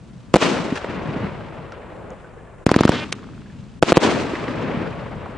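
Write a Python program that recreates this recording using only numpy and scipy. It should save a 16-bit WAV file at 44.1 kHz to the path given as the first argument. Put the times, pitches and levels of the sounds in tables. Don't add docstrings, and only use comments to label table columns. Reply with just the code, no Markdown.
import sys
import numpy as np
from scipy import signal
from scipy.fft import rfft, irfft
from scipy.io import wavfile
from scipy.ndimage import uniform_filter1d

SR = 44100
rng = np.random.default_rng(int(sys.argv[2]) if len(sys.argv) > 2 else 0)


def generate_wav(sig):
    pcm = np.round(np.clip(np.atleast_2d(sig).T, -1, 1) * 32767).astype(np.int16)
    wavfile.write(sys.argv[1], SR, pcm)


def convert_level_to_amplitude(level_db):
    exponent = np.asarray(level_db, float) / 20
    return 10 ** exponent


N = 237017
TIME, HZ = np.arange(N) / SR, np.fft.rfftfreq(N, 1 / SR)

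# t/s, peak level/dB, fall to suction/ms, closing/ms, ground delay/ms, ground level/dB
SKY_SHOCKS = [(s, db, fall, closing, ground, less) for (s, ground),
              (db, fall, closing, less) in zip( [(.3406, 5.7), (.3582, 5.35), (.3622, 5.95), (3.1255, 2.6),
              (3.8262, 6.0), (3.921, 5.8), (3.9706, 6.0)], [(23.0, 1.05, 0.91, -19), (0.5, 1.43, 1.26, -8),
              (2.3, 1.12, 0.45, -6.5), (2.4, 0.15, 0.19, -6.0), (23.0, 0.95, 0.63, -20.5),
              (16, 1.2, 0.56, -16.0), (24, 1.14, 1.02, -21.5)])]
# t/s, peak level/dB, fall to suction/ms, closing/ms, fence ring f/Hz
SHOTS = [
    (2.6655, 2.995, 1.72, 2.9, 3440),
    (2.7157, 3.005, 1.26, 1.56, 3350),
    (2.763, 3.992, 2.1, 1.85, 3330),
    (2.8086, 3.007, 1.5, 2.2, 3200),
    (2.8524, 4.01, 2.2, 1.9, 3030),
    (2.893, 3.99, 1.24, 3, 2380),
]
# arrival t/s, end t/s
SHOT_SPANS = [
    (.001, .145),
    (.05, .75),
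    (.65, .95),
]


def evened(x):
    return x / np.sqrt(np.mean(x ** 2) + 1e-20)


def read(points):
    f, value = np.transpose(points)
    return np.interp(np.log(HZ + 1), np.log(f + 1), value)


def add(mix, s, sound):
    part = mix[..., round(s * SR):][..., :sound.shape[-1]]
    part += sound[..., :part.shape[-1]]


def add_to_ports(mix, s, sound):
    add(mix[0], s, sound)
    add(mix[1], s + 1 / SR, sound)


def shock(db, fall_ms, closing_ms, suction=.9, rise_ms=.045):
    ms = np.arange(400) / SR * 1000
    swing = np.cos(np.pi * np.interp(ms, [0, fall_ms, fall_ms + closing_ms], [0, 1, 2]))
    push = (1 - suction + (1 + suction) * swing) / 2
    pull = suction * (swing - 1) / 2
    return convert_level_to_amplitude(db) * np.minimum(ms / rise_ms, 1) * np.where(ms < fall_ms, push, pull)


def bursts():
    out = np.zeros((2, N))
    for s, db, fall_ms, closing_ms, ground_ms, ground_db in SKY_SHOCKS:
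        suction = .9 if fall_ms > .5 else .35
        add_to_ports(out, s, shock(db, fall_ms, closing_ms, suction))
        bounce = shock(db + ground_db, 1.09 * fall_ms, 1.38 * closing_ms, suction, rise_ms=.042)
        add_to_ports(out, s + ground_ms / 1000, bounce)
    return out


def mortars():
    walls = [
        (.0118, -16.5, 230, .02, 0),
        (.0183, -12.5, 290, .03, 0),
        (.0263, -14, 5200, .004, 2.5),
        (.0265, .5, 1600, .0055, 2.5),
        (.0275, -19, 1200, .03, 2),
        (.376, -25, 210, .03, 0),
        (.3762, -28, 1150, .014, 0),
        (.5262, -27, 1650, .007, 0),
    ]
    out = np.zeros((2, N))
    for s, db, fall_ms, closing_ms, *_ in SHOTS:
        add_to_ports(out, s, shock(db + 3, fall_ms, closing_ms, suction=.55, rise_ms=.055))
        for delay, wall_db, hz, t60, pan_db in walls:
            pan = convert_level_to_amplitude([[pan_db / 2], [-pan_db / 2]])
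            level_db = wall_db - 22 * (s - 2.66) + rng.normal(0, .86)
            slap = ring(level_db, hz * rng.uniform(.74, 1.12), t60, rough=.14)
            add(out, s + delay, pan * slap)
    return out


def ring(db, hz, t60, rough=.3):
    t, chance = TIME[:3000], rng.standard_normal(3000)
    wobble = np.cumsum(uniform_filter1d(rough * chance, size=9)) * np.sqrt(hz / SR)
    fade = np.minimum(t * hz * 2, 1) * np.clip(2 - 2 * t / t[-1], 0, 1)
    decay = convert_level_to_amplitude(db - 60 * t / np.clip(t60, .001, .09))
    return decay * fade * np.sin(2 * np.pi * hz * t + wobble)


def fence():
    first, spacing, t60 = (.112, .0033, .0024)
    out = np.zeros(N)
    for s, *_, hz in SHOTS:
        for k in range(12):
            rib = ring(-13.5, hz * (.92 + .015 * k), t60, rough=.15)
            rib = rib + ring(-19, .62 * hz, t60, rough=.15)
            add(out, s + first + k * spacing, rib)
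    return out


def slaps():
    # t/s, peak level/dB, f/Hz, t60/s; dull house echoes, bright ones, ticks, far chirps
    thumps = [(0.723, -4, 272, 0.028), (0.989, -26, 240, 0.033), (1.087, -14, 148, 0.044),
              (1.16, -10.5, 180, 0.048), (1.171, -13, 187, 0.031), (1.232, -16.5, 184, 0.15),
              (2.117, -25, 530, 0.051), (3.137, -30, 173, 0.03), (4.334, -12, 322, 0.041),
              (4.771, -6, 154, 0.027), (5.292, -19, 191, 0.026)]
    claps = [(0.612, -20, 587, 0.0066), (0.758, -28, 1380, 0.016), (0.774, -20.5, 1700, 0.023),
             (0.844, -12, 686, 0.023), (0.884, -30, 1040, 0.0099), (1.721, -32, 1390, 0.077),
             (3.591, -39, 576, 0.025), (4.353, -21, 1684, 0.043), (4.48, -23, 1695, 0.045),
             (5.259, -29.5, 900, 0.077)]
    ticks = [(1.7215, -41.5, 5300, 0.015), (2.1045, -39.5, 6400, 0.0065), (2.1344, -57, 4750, 0.008),
             (2.2932, -54, 4520, 0.008)]
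    chirps = [(2.245, -39, 1513, 0.091), (2.39, -46, 1700, 0.087), (2.47, -46, 1740, 0.1),
              (3.46, -43, 1650, 0.036), (3.5, -43, 1740, 0.045)]
    out = np.zeros(N)
    for table, gain_db, rough in ((thumps, 1.5, .6), (claps, 1.5, 1.5), (ticks, 1.5, .8), (chirps, 0, .05)):
        for s, db, hz, t60 in table:
            add(out, s, ring(db + gain_db, hz, t60, rough))
    return out


def pair(a, b, same):
    c = np.clip(read(same), 0, 1)
    mid, side = np.sqrt((1 + c) / 2) * rfft(a), np.sqrt((1 - c) / 2) * rfft(b)
    return np.array([mid + side, mid - side])


def echo_power(band, step=64):
    # t/s, level/dB
    shell_rolls = [
        (.345, -1.03),
        (3.83, -3),
        (3.94, 0),
    ]
    # arrival t/s, end t/s
    shell_spans = [
        (.001, .39),
        (.1, 2.3),
        (.56, .92),
        (.95, 1.33),
        (1.5, 1.79),
    ]
    # (deep, boom, crash, hiss level/dB against the body)
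    shell_echoes = [
        ((-14.5, 56.7), (-12, -2, -3.5, -5)),
        ((-33.5, 5.6), (-11, -14.5, -2, -7.5)),
        ((-36, -6), (3.5, 2.5, -3.5, -24.5)),
        ((-37, 22.5), (3.5, -7, -7, -34)),
        ((-43, -18), (-3, -9.5, -13.5, -27)),
    ]
    shot_echoes = [
        ((-29, 55), (-3, -0.5, -3, -12.5)),
        ((-51, 25.7), (4.4, 7.9, 1.8, 1.5)),
        ((-68, 1.3), (18, 3, 0, 5)),
    ]
    # t/s, level/dB; then their span and echo, columns as above
    facades = [(.755, 2.2), (1.716, -26.5), (3.585, -21), (4.197, -3)]
    facade_span = [(.001, 0.025)]
    facade_echo = [((-41, 45), (-5, -7, 5, 0.5))]
    # start t/s, end t/s; then level/dB per band
    climbs = [
        (-1, .34),
        (2.9, 3.83),
    ]
    climb_db = [-42.5, -51, -58, -64, -64.5]
    # share of the fade, air absorption/dB per s
    fade_share = [.55, .7, 1.01, 1.25, 1.3]
    air_db_per_s = [.1, .15, .2, 3, 14]
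    rise_share, fall_s, edge_db = .12, .04, 14

    now = TIME[::step]
    power = convert_level_to_amplitude(2 * climb_db[band]) * sum((now > a) & (now < b) for a, b in climbs)
    shots_alike = [(row[0], 0) for row in SHOTS]
    for shots, spans, echoes in ((shell_rolls, shell_spans, shell_echoes), (facades, facade_span, facade_echo),
                                 (shots_alike, SHOT_SPANS, shot_echoes)):
        for (arrives, ends), ((db, fade), (deep_db, boom_db, *treble_db)) in zip(spans, echoes):
            colour_db = [deep_db, boom_db, 0, *treble_db][band]
            first, last = arrives * (1 - rise_share), ends + fall_s * min(1, ends * 10)
            for s, shot_db in shots:
                t = np.clip(now - s, first, last)
                edges = np.interp(t, [first, arrives, ends, last], [-edge_db, 0, 0, -edge_db])
                level = db + colour_db + shot_db - fade * fade_share[band] * (t - arrives)
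                level = level - air_db_per_s[band] * t
                power = power + convert_level_to_amplitude(2 * (level + edges)) * (t > first) * (t < last)
    return np.interp(TIME, now, power)


def roll(per_s=20000, spread_db=.57, lumpy_db=1.5):
    roll_hz = [130, 270, 560, 2000, 6500]
    # f/Hz, level/dB per Hz
    colour = [(53, -44), (90, -0.5), (243, 2.5), (337, -3), (685, -12), (758, -14.5), (892, -12.5),
              (2560, -20), (7820, -40), (10600, -53), (11500, -59), (15000, -104), (22000, -120)]
    # f/Hz, left-right likeness
    likeness = [(60, 0.76), (170, 0.76), (490, 0.73), (1410, 0.82), (4030, 0.69), (11600, 0.13)]
    # f/Hz, left-right level/dB
    lean = [(60, -0.5), (220, 3), (830, 2), (3100, 0.5), (11600, -1)]
    taps = rng.standard_normal((2, N)) * (rng.random((2, N)) < per_s / SR)
    taps *= convert_level_to_amplitude(spread_db * np.minimum(rng.exponential(1, (2, N)), 4))
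    lean_db = read(lean) / 2
    z = pair(*taps, likeness) * convert_level_to_amplitude(read(colour) + [lean_db, -lean_db])
    out = np.zeros((2, N))
    for k, share in enumerate(np.eye(len(roll_hz))):
        band = irfft(z * np.interp(np.log(HZ + 1), np.log(roll_hz), share), N)
        lumps = evened(uniform_filter1d(uniform_filter1d(rng.standard_normal(N), 500), 500))
        out += evened(band) * np.sqrt(echo_power(k)) * convert_level_to_amplitude(lumpy_db * lumps)
    return out


def smear():
    shape = np.zeros(N)
    for table, smear_db in ((SKY_SHOCKS, -33), (SHOTS, -31)):
        for s, db, *_ in table:
            fizz_db = smear_db + min(db, 0)
            add(shape, s - .007, convert_level_to_amplitude(fizz_db) * signal.windows.tukey(750, .5))
            add(shape, s - .001, convert_level_to_amplitude(fizz_db + 10) * np.hanning(130))
    fizz = signal.sosfilt(signal.butter(1, 2500, fs=SR, output="sos"), rng.standard_normal((3, N)))
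    return shape * evened(fizz[0] + .92 * fizz[1:])


def rumble():
    # t/s, level/dB
    gusts = [(0.0, -45), (0.25, -52), (0.48, -43), (0.75, -45), (1.02, -40), (1.75, -45), (2.11, -49),
             (2.23, -48), (2.68, -49), (2.83, -42.5), (3.22, -48), (3.45, -48), (4.07, -45.5), (4.25, -42),
             (5.37, -38)]
    deep = signal.butter(2, [32, 105], "band", fs=SR, output="sos")
    a, b, c = signal.sosfilt(deep, rng.standard_normal((3, N)))
    gust_db = np.interp(TIME, *np.transpose(gusts))
    return evened(np.array([1.6 * a + .3 * b, a + .33 * c])) * convert_level_to_amplitude(4.5 + gust_db)


def night():
    # f/Hz, level/dB per Hz
    colour = [(12, -27), (20, 20.5), (91, 0), (182, 3), (243, -43), (363, -28), (486, -14.5), (872, -18.5),
              (1610, -22.5), (3670, -43), (7520, -33.5), (10600, -40.5), (11500, -53), (15000, -100),
              (22000, -120)]
    # f/Hz, left-right likeness
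    likeness = [(60, 0.64), (220, 0.43), (830, 0.51), (3100, 0.6), (11600, 0.21)]
    z = pair(*rng.standard_normal((2, N)), likeness) * convert_level_to_amplitude(read(colour))
    drift = evened(uniform_filter1d(uniform_filter1d(rng.standard_normal(N), 3000), 3000))
    return evened(irfft(z, N)) * convert_level_to_amplitude(-39.5 + 1.2 * drift)


def starve(x):
    dull = [(.372, .379, 4500), (2.643, 2.656, 60), (2.652, 2.661, 2500), (3.112, 3.119, 2000),
            (3.134, 3.151, 4500), (3.796, 3.808, 60), (3.806, 3.819, 700), (3.934, 3.958, 4600),
            (3.983, 4.002, 4200)]
    after_shot = ((.011, .016, 3320), (.012, .021, 5500), (.031, .032, 5200), (.011, .048, 8300))
    rows = dull + [(row[0] + a, row[0] + b, hz) for row in SHOTS[:-1] for a, b, hz in after_shot]
    for hz in {row[2] for row in rows}:
        gate = sum(np.interp(TIME, [a - .001, a + .001, b - .001, b + .001], [0, 1, 1, 0])
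                   for a, b, f in rows if f == hz)
        treble = irfft(rfft(x.mean(0)) * np.clip(HZ / hz * 10 - 9, 0, 1), N)
        x = x - np.minimum(gate, 1) * treble
    return x


def sides(x):
    dull_sides = [
        (2.645, 2.66),
        (3.797, 3.817),
    ]
    mid, side = x.mean(0), (x[0] - x[1]) / 2
    gate = sum(np.interp(TIME, [a - .001, a, b, b + .001], [0, 1, 1, 0]) for a, b in dull_sides)
    side = side - gate * irfft(rfft(side) * (HZ > 1700), N)
    first, last = SHOTS[0][0], SHOTS[-1][0] + SHOT_SPANS[0][1]
    bass = signal.sosfilt(signal.butter(1, 1500, fs=SR, output="sos"), side)
    yard = np.interp(TIME, [first - .01, first, last, last + .05], [0, 1, 1, 0])
    side = side - (1 - .6) * bass * yard
    return np.array([mid + side, mid - side])


def ducking(table, depth_db, lead, hold, release):
    dips = [np.interp(TIME - row[0], [-lead - .008, -lead, hold, hold + release], [0, -depth_db, -depth_db, 0])
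            for row in table]
    return np.min(dips, axis=0)


def scene():
    shells = [row for row in SKY_SHOCKS if row[2] > .5]
    shell_gain_db = ducking(shells, 17.0, .0012, .031, .03)
    shot_gain_db = ducking(SHOTS, 8.3, .0038, .018, .0084)
    gain = convert_level_to_amplitude(np.minimum(shell_gain_db, shot_gain_db))
    quiet = gain * (roll() + night() + rumble() + fence())
    return bursts() + mortars() + slaps() + smear() + sides(starve(quiet))


def roll_off(x):
    return signal.sosfilt(signal.butter(12, 12150, fs=SR, output="sos"), x)


def record(dry):
    cut = 1.65 * np.tanh(dry / 1.65)
    for hz in (78, 48):
        cut = signal.sosfilt(signal.butter(1, hz, "high", fs=SR, output="sos"), cut)
    soft = signal.sosfilt(signal.cheby2(10, 45, 11350, fs=SR, output="sos"), np.clip(cut, -1.06, 1.06))
    return roll_off(np.clip(soft, -.99, .99))


dry = scene()
out = record(dry)
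generate_wav(out)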